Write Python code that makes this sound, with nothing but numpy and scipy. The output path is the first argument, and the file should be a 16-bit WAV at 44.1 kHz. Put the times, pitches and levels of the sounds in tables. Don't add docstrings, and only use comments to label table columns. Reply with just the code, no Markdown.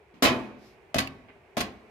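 import sys
import numpy as np
from scipy import signal
from scipy.fft import rfft, irfft
from scipy.io import wavfile

SR = 44100
rng = np.random.default_rng(int(sys.argv[2]) if len(sys.argv) > 2 else 0)


def transcribe(signal):
    frames = np.atleast_2d(signal).T
    limited = np.clip(frames, -1, 1)
    pcm = np.round(limited * 32767).astype(np.int16)
    wavfile.write(sys.argv[1], SR, pcm)


N = 83790

# frequency in Hz, relative spectral density in dB.
AIR_COLOUR = [(25, -11), (60, -2.5), (130, -6), (280, -15.5), (400, 3.5), (520, -9.5), (700, -5.5),
              (1300, -15.5), (2400, -13.5), (3500, -27), (5000, -33.5), (8000, -40), (16000, -45)]
# time in seconds, air level in dB.
AIR_LEVEL = [(0, -59), (.8, -56.5), (1.451, -57.5), (1.9, -55)]
# frequency in Hz, relative spectral density in dB.
SLIDE_COLOUR = [(2500, 11), (5200, 14), (7500, 0), (9500, -6.5), (12000, 4), (16000, -18)]

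# frequency in Hz, level in dB against the direct sound, before the send gain.
SHED_LEVEL = [(60, -1.5), (150, -5), (380, 0), (650, -7), (2000, -7.5), (5000, -15.5), (12000, -17.5)]
SCATTER_LEVEL = [(100, 2), (400, -7.5), (2500, 2), (12000, -0.5)]
# frequency in Hz, T60 in seconds.
SHED_T60 = [(60, .95), (250, .66), (800, .66), (2500, .62), (5000, .56), (12000, .46)]
SCATTER_T60 = [(250, 0.45), (12000, 0.12)]
# frequency in Hz, left-right coherence from 0 to 1.
COHERENCE = [(60, 0.85), (300, 0.91), (700, 0.71), (1500, 0.24), (5000, 0.16)]
# frequency in Hz, left minus right in dB.
BALANCE = [(400, .5), (750, -.5), (1300, 1), (2200, -7.5), (3300, -0.5), (5500, 5), (9000, 9), (14000, -1)]
# frequency in Hz, lead of the left side in seconds.
LEFT_LEAD = [(700, 0.00019), (2000, 0.0005545)]

# frequency in Hz, relative level in dB, T60 in seconds.
TICK_MODES = [(2680, 10, 0.019), (4620, -3, 0.031)]
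TOP_MODES = [(128, -20, .6), (215, -13, .88), (252, -6, .2), (338, -13, .46), (366, -11.5, .5),
             (426, -19, .6), (492, -14, .2), (580, -7, .2), (651, -16, .36), (727, -17, .6), (885, -23, .5),
             (1015, -19, .38), (1240, -21, .28), (2470, -12, .09), (3744, -16, .12)]
SIDE_MODES = [(87, -21, .6), (129, -16, .3), (210, -12, .33), (238, -10, .24), (269, -12, .36),
              (335, -14, .3), (600, -11, .16), (652, -10, .22), (716, -10, .22), (775, -13, .28),
              (1110, -10, .2), (1190, -13, .2), (1555, -11, .15), (1975, -13, .12), (4200, -13, .09),
              (4760, -15, .15)]
# start in seconds, level in dB.
KNOCKS = [(0.9445, -20), (0.9635, -20), (1.5705, -23)]
# frequency in Hz, gain in dB.
IMPACT_COLOUR = [(30, -16), (55, -12), (130, -7.5), (175, -4), (245, 6), (340, 0), (470, -2), (640, 1),
                 (850, -1), (1070, 1.5), (1350, -2), (1900, -2.5), (2550, -1.5), (4200, 0.5), (6500, -2),
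                 (9300, -7), (11500, 0), (13500, -6.5), (15500, -11)]
BANDS_HZ = [150, 600, 2500, 9000]
# start and contact time in seconds; thump, body, crack and fizz
# in dB before colouring; ring in dB against the blow; reflection send in dB; panel struck.
SLAPS = [(0.139, 0.048, -52.5, -62, -60.5, -76, -30, -3.5, "top"),
         (0.2228, 0.02, -26, -21, -20.5, -25, 1, 2, "top"),
         (0.2484, 0.013, -27.5, -22, -17.5, -30.5, 0.5, 1.5, "top"),
         (0.9431, 0.0042, -34.5, -30, -24.5, -32.5, -20.5, -2, "side"),
         (0.9562, 0.0031, -21.5, -25.5, -34.5, -44.5, -2.5, -5.5, "side"),
         (0.9635, 0.0042, -26, -29.5, -30.5, -40.5, -9.5, 0, "side"),
         (0.9832, 0.0094, -39, -30.5, -18.5, -26.5, 1.5, -9, "side"),
         (1.001, 0.0064, -38.5, -37, -26, -36.5, -9.5, -7, "side"),
         (1.284, 0.02, -72.5, -60.5, -49, -100, -12, 0, "side"),
         (1.5683, 0.016, -29, -29, -29.5, -35.5, -4.5, 0, "side"),
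         (1.6045, 0.012, -35, -34.5, -24.5, -31.5, 0.5, -9, "side")]


def amp(db):
    return 10 ** (np.asarray(db) / 20)


def curve_at(points, hz):
    points_hz, values = np.transpose(points)
    return np.interp(np.log(hz + 1), np.log(points_hz + 1), values)


def add(mix, start_s, sound):
    part = mix[round(start_s * SR):][:len(sound)]
    part += sound[:len(part)]


def min_phase(x, gain_db):
    log_gain = np.log(amp(np.r_[gain_db, gain_db[-2:0:-1]]))
    response = np.exp(np.conj(signal.hilbert(log_gain)))
    taps = np.fft.ifft(response).real[:len(gain_db)]
    return signal.fftconvolve(x, taps)[:len(x)]


def smoothed(power):
    bins, total = np.arange(len(power)), np.r_[0, np.cumsum(power)]
    reach = 30 + bins // 9
    lo, hi = np.maximum(bins - reach, 0), np.minimum(bins + reach, len(power))
    return (total[hi] - total[lo]) / (hi - lo)


def diffuse_noise(count, colour=((0, 0), (SR, 0))):
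    hz = np.fft.rfftfreq(count, 1 / SR)
    mid, side = np.exp(2j * np.pi * rng.random((2, len(hz))))
    coherence = np.clip(curve_at(COHERENCE, hz), 0, 1)
    mid, side = mid * np.sqrt(1 + coherence), side * np.sqrt(1 - coherence)
    noise = irfft(np.array([mid + side, mid - side]) * amp(curve_at(colour, hz)), count)
    return noise / np.sqrt(np.mean(noise ** 2) + 1e-20)


def air():
    level_db = np.interp(np.arange(N) / SR, *np.transpose(AIR_LEVEL))
    return amp(level_db) * diffuse_noise(N, AIR_COLOUR)


def reflections(x, levels, decays, build_s=0.0069):
    hz, frame_s, bands = signal.stft(diffuse_noise(SR), SR, nperseg=256)
    t60_s = curve_at(decays, hz)[:, None]
    unit_energy = np.sqrt(2 * np.log(1000) / (t60_s * SR))
    bands = bands * amp(curve_at(levels, hz)[:, None] - 60 * frame_s / t60_s) * unit_energy
    tail = signal.istft(bands, SR, nperseg=256)[1][:, :SR]
    tail *= 1 - np.exp(-np.arange(SR) / SR / build_s)
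    return signal.fftconvolve(x[None], tail, axes=1)[:, :SR]


def at_hood(x, send_db):
    hz = np.fft.rfftfreq(2 * SR, 1 / SR)
    delay = np.exp(-2j * np.pi * hz * curve_at(LEFT_LEAD, hz))
    late_right = irfft(rfft(x[1], 2 * SR) * delay)[:SR]
    scatter = reflections(x[0], SCATTER_LEVEL, SCATTER_T60)
    shed = reflections(x[1], SHED_LEVEL, SHED_T60)
    return (np.array([x[0], late_right]) + amp(send_db) * (scatter + shed)).T


def cloth_slide(middle_s=0.665, sigma_s=0.052, peak_db=-62):
    swell = np.exp(-0.5 * ((np.arange(N) / SR - middle_s) / sigma_s) ** 2)
    return amp(peak_db) * swell * diffuse_noise(N, SLIDE_COLOUR)


def metal_tick(click_db=-6.5, click_s=0.0027):
    t = np.arange(SR) / SR
    ring = sum(amp(db - 60 * t / t60_s) * np.sin(2 * np.pi * hz * t) for hz, db, t60_s in TICK_MODES)
    return ring + amp(click_db) * np.exp(-t / click_s) * diffuse_noise(SR, IMPACT_COLOUR)


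def panel_knock(pitch_hz=640.5, rise_s=0.0022):
    t = np.arange(SR) / SR
    flex = t / rise_s * np.exp(1 - t / rise_s) * np.sin(2 * np.pi * pitch_hz * t)
    return np.array([flex, flex])


def sheet_clank(impacts, level_db=-9, decay_s=0.004):
    response = rng.standard_normal(SR) * np.exp(-np.arange(SR) / SR / decay_s)
    response /= np.linalg.norm(response)
    return amp(level_db) * signal.fftconvolve(impacts, response[None], axes=1)[:, :SR]


def hood_ring(contact_s, blow, ring_db, modes):
    t = np.arange(SR) / SR
    build, after_s = np.minimum(t / contact_s, 1), np.maximum(t - contact_s, 0)
    ring = np.zeros(SR)
    for (hz, mode_db, t60_s), phase in zip(modes, rng.random(len(modes))):
        level_db = ring_db + curve_at(blow, hz) + mode_db - 60 * after_s / t60_s
        ring += build * amp(level_db) * np.sin(2 * np.pi * (hz * t + phase))
    return ring


def cloth_pressure(contact_s, attack_s=0.00088, release_s=0.0026, sag_db_per_s=127):
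    t = np.arange(SR) / SR
    after_s = np.maximum(t - contact_s, 0)
    press = np.minimum(t / attack_s, 1) * amp(-sag_db_per_s * np.minimum(t, contact_s))
    crumple = amp(-12) * np.exp(-after_s / 0.02)
    return press * np.hypot(np.exp(-after_s / release_s), crumple)


def cloth_slap(contact_s, blow, grain_db=5):
    pressure = cloth_pressure(contact_s)
    impacts = pressure * diffuse_noise(SR)
    impacts *= amp(grain_db * np.clip(rng.standard_normal(SR), -2, 2))
    impacts += sheet_clank(impacts)
    hz = np.fft.rfftfreq(SR, 1 / SR)
    power = smoothed(np.mean(abs(rfft(impacts)) ** 2, axis=0)) / np.sum(pressure ** 2)
    band_power = power * (hz + 1) * np.log(4) / (SR / 2)
    gain_db = curve_at(blow, hz) + curve_at(IMPACT_COLOUR, hz) - 10 * np.log10(band_power + 1e-12)
    return np.array([min_phase(channel, gain_db) for channel in impacts])


def scene():
    hood = np.zeros((N, 2))
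    for start_s, contact_s, *bands_db, ring_db, send_db, panel in SLAPS:
        blow = list(zip(BANDS_HZ, bands_db))
        slap = cloth_slap(contact_s, blow)
        ring = hood_ring(contact_s, blow, ring_db, TOP_MODES if panel == "top" else SIDE_MODES)
        add(hood, start_s, at_hood(slap + ring, send_db))
    for start_s, level_db in KNOCKS:
        add(hood, start_s, amp(level_db) * at_hood(panel_knock(), send_db=-12.5))
    add(hood, start_s=1.074, sound=amp(-37) * at_hood(metal_tick(), send_db=-33))
    return hood.T + cloth_slide() + air()


def record(dry, low_cut_hz=47, high_cut_hz=15950):
    balance_db = curve_at(BALANCE, np.fft.rfftfreq(4096, 1 / SR))
    pair = np.array([min_phase(dry[0], balance_db / 2), min_phase(dry[1], -balance_db / 2)])
    pair = signal.sosfilt(signal.butter(4, low_cut_hz, "high", fs=SR, output="sos"), pair)
    low_pass = signal.firwin(255, high_cut_hz, window=("kaiser", 9), fs=SR)
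    return signal.oaconvolve(pair, low_pass[None], "same")


dry = scene()
out = record(dry)
transcribe(out)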